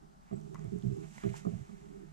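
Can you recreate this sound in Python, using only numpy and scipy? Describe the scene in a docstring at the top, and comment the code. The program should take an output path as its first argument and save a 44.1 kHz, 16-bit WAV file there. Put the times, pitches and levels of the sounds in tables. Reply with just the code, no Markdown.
"""A faint outdoor hush, then a horse nickers softly by a quiet country road, mostly on the right.
Grunts: slow breathy pulses ring airway resonances, bright at the start, dull at the end; a hoarse murmur
of weak pulses and breath links them. Dry grass hisses and rustles in a breeze (shaped noise) and its stalks
snap (noise bursts). Stems crack (decaying sines), something clacks twice with a faint bounce (sines and
noise), and a small bird squeaks twice (bent tones)."""
import sys
import numpy as np
from scipy import signal
from scipy.fft import rfft, irfft, next_fast_len
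from scipy.io import wavfile
from scipy.ndimage import map_coordinates

SR = 44100
rng = np.random.default_rng(int(sys.argv[2]) if len(sys.argv) > 2 else 0)


def inscribe(sig):
    """Save sig as 16-bit PCM at rate SR to the path in sys.argv[1].

    A 1-D sig is mono; a 2-D sig holds one channel per row.
    Samples are clipped to [-1, 1] before scaling.
    """
    pcm = np.round(np.clip(np.atleast_2d(sig).T, -1, 1) * 32767)
    wavfile.write(sys.argv[1], SR, pcm.astype(np.int16))


N = 93580


def amp(db):
    """Decibels to gain."""
    return 10 ** (np.asarray(db) / 20)


def unit(x):
    """Scale to rms 1 over all channels."""
    return x / np.sqrt(np.mean(x ** 2) + 1e-20)


def along(points, hz):
    """Interpolate (f/Hz, value) points on a log frequency axis."""
    f, v = np.transpose(points)
    return np.interp(np.log(hz + 1), np.log(f + 1), v)


def clock():
    """Time of each sample, s."""
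    return np.arange(N) / SR


def level(rows):
    """Gain per sample from (t/s, level/dB) rows."""
    return amp(np.interp(clock(), *np.transpose(rows)))


def wobble(knots_per_s):
    """Smooth random curve through normal-distributed knots."""
    knots = rng.standard_normal(int(N * knots_per_s / SR) + 4)
    return map_coordinates(knots, [clock() * knots_per_s])


def filtered(x, response):
    """Filter x by a complex response of frequency, zero-padded."""
    m = next_fast_len(N + SR // 2)
    return irfft(rfft(x, m) * response(np.fft.rfftfreq(m, 1 / SR)), m)[..., :N]


def noise(spectrum, channels=2):
    """Unrelated noises coloured by (f/Hz, level/dB) points, rms 1."""
    white = rng.standard_normal((channels, N))
    return unit(filtered(white, lambda f: amp(along(spectrum, f))))


def pan(db):
    """Left and right gains; positive db favours the left."""
    return amp(np.array([[db], [-db]]) / 2)


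def echo(x, db, t60_s):
    """Weak scattered answer from the surroundings: convolution with decaying noise."""
    t = np.arange(SR // 2) / SR
    tail = rng.standard_normal((2, len(t))) * amp(-60 * t / t60_s)
    tail = tail / np.linalg.norm(tail[0])
    return amp(db) * signal.fftconvolve(x, tail, axes=1)[:, :N]


# left against right: (f/Hz, level/dB)
LEFT_LEVEL = [(60, -30), (115, -13), (190, -17), (380, -8.5), (700, -2), (1200, -1)]
# left phase lead: (f/Hz, phase/rad)
LEFT_PHASE = [(30, 0), (120, 1.3), (190, 1.8), (340, 3.1), (700, 3), (1200, 2.6), (2400, 1.7), (4000, .4)]


def from_right(x):
    """A source at the right: the left side gets a weaker, phase-shifted copy."""
    def left_response(f):
        return amp(along(LEFT_LEVEL, f)) * np.exp(1j * along(LEFT_PHASE, f))
    return np.array([filtered(x, left_response), x])


# hush colour: (f/Hz, relative density/dB per Hz)
HUSH_SPECTRUM = [(14, -11.5), (30, 7), (44, -9), (58, 1.5), (100, -21.5), (170, 1), (450, -24),
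                 (800, -11.5), (1400, -20), (2500, -36), (5000, -34), (7500, -38), (11000, -43),
                 (15400, -47)]
# left-right likeness: (f/Hz, correlation)
HUSH_LIKENESS = [(30, 0.83), (150, -0.17), (400, -0.21), (1000, -0.98), (3000, 0.58), (10000, -0.069)]
HUSH_DB = -59


def hush():
    """Faint, wide valley background: mid and side noise mixed to a set likeness per frequency."""
    def mid_side_gains(f):
        angle = np.arccos(np.clip(along(HUSH_LIKENESS, f), -1, 1)) / 2
        return np.array([np.cos(angle), np.sin(angle)])
    mid, side = filtered(noise(HUSH_SPECTRUM), mid_side_gains)
    return amp(HUSH_DB) * unit(np.array([mid + side, mid - side])) * pan(0.45)


# stalks snapping: (t/s, level/dB, centre f/Hz, e-fold decay/s)
STALK_SNAPS = [(.413, -63, 6150, 0.0012), (0.643, -62.5, 7300, 0.0017), (0.786, -62, 7800, 0.0014),
               (.824, -54, 3000, 0.00084), (1.18, -51, 785, 0.0042), (1.231, -57, 2230, 0.012),
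               (1.289, -55.5, 1980, 0.013), (1.346, -62, 1890, 0.008), (1.365, -61, 5670, 0.021),
               (1.375, -60, 7850, 0.0073)]
SNAP_OCTAVES = .55  # half-width of the snap band


def snaps():
    """Single stalks snap: decaying noise bursts, each in its own band."""
    t, out = clock(), np.zeros(N)
    for s, db, hz, decay_s in STALK_SNAPS:
        burst = rng.standard_normal(N) * (t >= s) * np.exp(-abs(t - s) / decay_s)
        burst *= np.sqrt(SR / (2 * hz * SNAP_OCTAVES))  # offset the band's power loss
        out += amp(db) * filtered(burst, lambda f: 1 / (1 + (np.log2((f + 1) / hz) / SNAP_OCTAVES) ** 4))
    return out


# hiss before HISS_GAIN_DB: (t/s, level/dB)
HISS_LEVEL = [(0.0, -81), (0.26, -78.5), (0.37, -71.5), (0.57, -71.5), (1.1, -65.5), (1.17, -61),
              (1.34, -63), (1.37, -54.5), (1.43, -66.5), (2.12, -75.5)]
# hiss colour: (f/Hz, relative density/dB per Hz)
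HISS_SPECTRUM = [(1500, -37), (2500, -2), (4700, -7.5), (6400, -2), (7600, -1), (8800, -8.5), (12200, -17),
                 (14000, -18), (15500, -22)]
# coarser rustle: (t/s, level/dB)
RUSTLE_LEVEL = [(0, -104), (.22, -79.5), (.31, -67), (.4, -75), (.53, -83), (.57, -66.5), (.7, -71.5),
                (1.0, -72), (1.04, -61.5), (1.1, -72.5), (1.17, -62.5), (1.2, -62.5), (1.24, -54.5),
                (1.32, -65), (1.36, -54.5), (1.44, -67.5), (2.12, -74)]
# rustle colour: (f/Hz, relative density/dB per Hz)
RUSTLE_SPECTRUM = [(300, -27), (800, -1.5), (1400, 0), (2100, 2), (3200, -11.5), (5000, -29), (9000, -32.5)]
# extra tilt of all grass sound, left against right: (f/Hz, level/dB)
GRASS_TILT = [(800, -11.5), (2000, -0.5), (5000, -7), (8000, -7.5), (12000, 0)]
HISS_GAIN_DB, GRAIN_DB, GRAIN_KNOTS_PER_S = -2, 1, 370


def grass():
    """A grainy hiss and a coarser rustle swell with the breeze; single stalks snap."""
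    hiss = amp(HISS_GAIN_DB) * level(HISS_LEVEL) * noise(HISS_SPECTRUM)
    rustle = level(RUSTLE_LEVEL) * from_right(noise(RUSTLE_SPECTRUM, channels=1)[0])
    grain = unit(amp(GRAIN_DB * wobble(GRAIN_KNOTS_PER_S)))
    out = (hiss + rustle) * grain + from_right(snaps())
    return filtered(out, lambda f: amp(np.outer([.5, -.5], along(GRASS_TILT, f))))


# stem cracks: (t/s, low ring level/dB, high ring level/dB)
STEM_CRACKS = [(1.181, -51, -40), (1.3415, -32, -56)]
# low and high ring: f/Hz; t60/s
STEM_RING_HZ = (900, 2030)
STEM_RING_T60_S = (.022, .018)


def stems():
    """Thicker dry stems crack with a brief two-note ring: decaying sines."""
    out = np.zeros(N)
    for s, *levels in STEM_CRACKS:
        age = np.maximum(clock() - s, 0)
        for db, hz, t60_s in zip(levels, STEM_RING_HZ, STEM_RING_T60_S):
            out += amp(db - 60 * age / t60_s) * np.sin(2 * np.pi * hz * age)
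    return out


# knocks: (t/s, ring level/dB, crack level/dB)
KNOCKS = [(0.5453, -53.5, -45), (0.5555, -46.5, -62), (0.5929, -63, -51.5)]
# ring modes: (f/Hz, level on top of the ring/dB, t60/s)
KNOCK_MODES = [(1087, 6.5, 0.023), (1192, 3, 0.02), (1997, -6.5, 0.037), (2160, -9.5, .02)]
# crack colour: (f/Hz, relative density/dB per Hz)
CRACK_SPECTRUM = [(600, 8), (2100, 1.5), (2900, -19), (5000, -13), (6500, 2.5), (8000, -25), (14000, -42)]
RING_ATTACK_S, RING_TOP_HZ, CRACK_T60_S = 0.0007, 2400, 0.014
RING_TAIL_DB, RING_TAIL_T60_S = -8, 0.18


def clacks():
    """Hard double knock and faint bounce: a crack and a short hollow ring, scattered by the trees."""
    t, ring, crack = clock(), np.zeros(N), np.zeros(N)
    for s, ring_db, crack_db in KNOCKS:
        age = np.maximum(t - s, 0)
        attack = 1 - np.exp(-age / RING_ATTACK_S)
        for hz, db, t60_s in KNOCK_MODES:
            ring += attack * amp(ring_db + db - 60 * age / t60_s) * np.sin(2 * np.pi * hz * age)
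        crack += (t >= s) * amp(crack_db - 60 * age / CRACK_T60_S)
    ring = filtered(ring, lambda f: 1 / np.sqrt(1 + (f / RING_TOP_HZ) ** 20)) * pan(4.1)
    return ring + echo(ring, RING_TAIL_DB, RING_TAIL_T60_S) + crack * noise(CRACK_SPECTRUM)


# bird: (t/s, level/dB)
BIRD_SQUEAKS = [(0.337, -68.5), (.362, -63.5)]
SQUEAK_HZ, SQUEAK_S, SQUEAK_BEND_HZ = 7700, 0.0067, 283  # lowest pitch, 1/e half-length, rise there


def bird():
    """Two thin squeaks: bell-shaped tones, each dipping and rising in pitch."""
    out = np.zeros(N)
    for s, db in BIRD_SQUEAKS:
        u = np.clip((clock() - s) / SQUEAK_S, -4, 4)
        cycles = np.cumsum(SQUEAK_HZ + SQUEAK_BEND_HZ * u * u) / SR
        out += amp(db) * np.exp(-u * u) * np.sin(2 * np.pi * cycles)
    return out


MUFFLE = 1.067  # soft-tissue cutoff as a multiple of the resonance frequency


def resonance(f, hz, width_hz):
    """Airway resonance with steep skirts; soft tissue muffles it above its centre."""
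    def band(w):
        return 1j * f * w / (hz * hz - f * f + 1j * f * w)
    return band(width_hz) * band(6 * width_hz) / np.sqrt(1 + (f / (MUFFLE * hz)) ** 20)


# low hum, then throaty hum, before MURMUR_GAIN_DB: (t/s, level/dB)
HUM_LEVEL = [(0, -69.5), (0.041, -53.5), (.1, -72), (.29, -76), (0.379, -39), (.42, -51), (.5, -48),
             (.6, -45.5), (0.799, -54.5), (1.029, -45), (1.11, -56), (1.17, -53.5), (1.42, -53.5),
             (1.66, -59.5), (1.75, -58), (1.85, -50), (2.12, -57.5)]
THROAT_HUM_LEVEL = [(0, -57), (.06, -60.5), (0.149, -78), (.29, -79), (.38, -50.5), (.45, -56), (.52, -47),
                    (.6, -52.5), (.8, -59), (.97, -47.5), (1.05, -50), (1.11, -69), (1.42, -58),
                    (1.66, -60.5), (1.745, -61), (1.78, -58.5), (1.92, -51), (2.039, -49.5), (2.12, -80)]
# their resonances: (f/Hz, width/Hz, relative level/dB)
HUM_MODES = [(156.9, 4.7, 12.5), (200, 67, 2.5), (672, 22, -14), (835, 120, -21.5), (1250, 1300, -30.5)]
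THROAT_HUM_MODES = [(324, 36, -4.5), (394, 29, 0)]
MURMUR_GAIN_DB, MURMUR_RATE_HZ = 2.5, 65.7
MURMUR_WANDER, MURMUR_BREATH = .05, 2.4  # rate drift (share), breath rms against pulse rms
FLUTTER_KNOTS_PER_S, FLUTTER_DB = 45.31, 2


def murmur():
    """Weak pulses and fluttering breath keep the airway humming between the grunts."""
    rate_hz = MURMUR_RATE_HZ * (1 + MURMUR_WANDER * wobble(20))
    cycles = np.floor(np.cumsum(rate_hz) / SR)
    pulses = unit(np.diff(cycles, prepend=0))  # one click per new cycle
    flutter = amp(FLUTTER_DB * wobble(FLUTTER_KNOTS_PER_S))
    source = (pulses + MURMUR_BREATH * rng.standard_normal(N)) * flutter
    out = np.zeros(N)
    for modes, curve in [(HUM_MODES, HUM_LEVEL), (THROAT_HUM_MODES, THROAT_HUM_LEVEL)]:
        hum = filtered(source, lambda f: sum(amp(db) * resonance(f, hz, w) for hz, w, db in modes))
        out += level(curve) * unit(hum)
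    return amp(MURMUR_GAIN_DB) * out


GLIDE_LENGTHS = 1.61  # pitch fall, in grunt lengths


def sinking(x, glide):
    """Time warp: each grunt starts sharp and ends flat by the share glide as the airway relaxes."""
    t, ahead = clock(), np.zeros(N)
    for start, length_s, *_ in GRUNT_EVENTS:
        span = GLIDE_LENGTHS * length_s
        u = np.clip((t - start) / span, 0, 1)
        ahead += glide * span * u * (1 - u)
    return np.interp(t + ahead, t, x)


# grunts: (t/s, length/s, pulse rate before sag and glide/Hz, belly, chest, throat, nose, rasp drive/dB)
GRUNT_EVENTS = [(.312, 0.023, 66.4, -33, -31, -35, -46, -51),
                (.632, 0.038, 61.87, -31.5, -44, -45, -57.5, -62),
                (0.72, 0.02, 60.9, -37.5, -31, -37.5, -72, -75),
                (0.747, 0.018, 62.1, -32, -31.5, -40, -78, -76),
                (0.779, 0.016, 60.2, -40, -42, -49.5, -72, -78),
                (0.836, 0.032, 66.55, -21.5, -28.5, -40.5, -58, -76),
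                (0.898, 0.03, 68, -26, -42, -38, -80, -66), (0.957, 0.03, 65.5, -46, -42, -39, -64, -78),
                (1.236, 0.037, 63.78, -26.5, -28.5, -31, -47, -45),
                (1.299, 0.022, 60.4, -28, -39.5, -46, -54, -71),
                (1.450, 0.035, 62.04, -33.5, -25, -34.5, -44, -44),
                (1.519, 0.03, 61.4, -28.5, -32, -55.5, -55, -66),
                (1.59, 0.016, 53.2, -29, -44.5, -55, -63, -72),
                (1.692, 0.017, 58.6, -57, -42, -61, -65, -65),
                (1.729, 0.0074, 56.7, -49, -39.5, -62, -71, -70)]
# airway resonances before glide:
# (f/Hz, width/Hz, relative level/dB, swell/grunt lengths, hold/grunt lengths, e-fold release/s)
BELLY_MODES = [(140, 37, -4.5, 0.76, 0.58, 0.008)]
CHEST_MODES = [(203, 36, -2.5, 0.12, 1.0, 0.012)]
THROAT_MODES = [(320, 32, -2.5, .12, .5, .012), (397, 25, 2.5, .14, .5, .016)]
NOSE_MODES = [(519, 67, 0.69, 0.13, 0.27, 0.025), (677, 96, 3.4, 0.18, 0.78, 0.0045)]
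RASP_MODES = [(1206, 190, -2.4, 0.093, 0.16, 0.01)]
# glide of belly, chest, throat, nose, rasp (share)
GROUP_GLIDES = [.2, .14, .03, .02, .02]
SAG_PER_S, JITTER, SHIMMER_DB = .8, .025, 1.5  # pulse-rate fall, gap scatter (share), size scatter
BREATH, FIRST_PULSE_S, PULSES = .28, 0.001933, 12


def grunts():
    """Slow, breathy pulses ring the airway; the high resonances speak first and fade first."""
    t, out = clock(), np.zeros(N)
    groups = [BELLY_MODES, CHEST_MODES, THROAT_MODES, NOSE_MODES, RASP_MODES]
    drives = [np.zeros((len(group), N)) for group in groups]
    for start, length_s, rate_hz, *levels in GRUNT_EVENTS:
        age = np.maximum(t - start, 0)
        jitter, shimmer = rng.standard_normal((2, PULSES))
        gaps = (1 + JITTER * jitter) / rate_hz * np.exp(SAG_PER_S * np.arange(PULSES) / rate_hz)
        times = start + FIRST_PULSE_S + np.cumsum(gaps) - gaps[0]
        pulses = np.bincount((times * SR).astype(int), amp(SHIMMER_DB * shimmer), N)[:N]
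        source = pulses * np.sqrt(SR / rate_hz) + BREATH * rng.standard_normal(N)
        for group, drive, db in zip(groups, drives, levels):
            for k, (hz, width_hz, gain_db, swell, hold, release_s) in enumerate(group):
                rise = np.sqrt(np.minimum(age / (swell * length_s), 1))
                fall = np.exp(-np.maximum(age - (swell + hold) * length_s, 0) / release_s)
                drive[k] += amp(db + gain_db) * rise * fall * source
    for group, drive, glide in zip(groups, drives, GROUP_GLIDES):
        for (hz, width_hz, *_), push in zip(group, drive):
            ring = filtered(push, lambda f: resonance(f, hz, width_hz))
            ring *= np.sqrt(SR / (np.pi * width_hz))  # offset the band's power loss
            out += sinking(ring, glide)
    return out


ECHO_DB, ECHO_T60_S = -13.5, 0.18


def scene():
    """Hush, grass, knocks, stems, bird and horse in the open air."""
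    near = from_right(grunts() + murmur() + stems()) + bird()
    return hush() + grass() + clacks() + near + echo(near, ECHO_DB, ECHO_T60_S)


ROLL_OFF_HZ, TOP_HZ = 14000, 15600


def record(dry):
    """Roll off the highest treble and keep nothing from the band limit up."""
    return filtered(dry, lambda f: (f < TOP_HZ) / np.sqrt(1 + (f / ROLL_OFF_HZ) ** 20))


dry = scene()
out = record(dry)
inscribe(out)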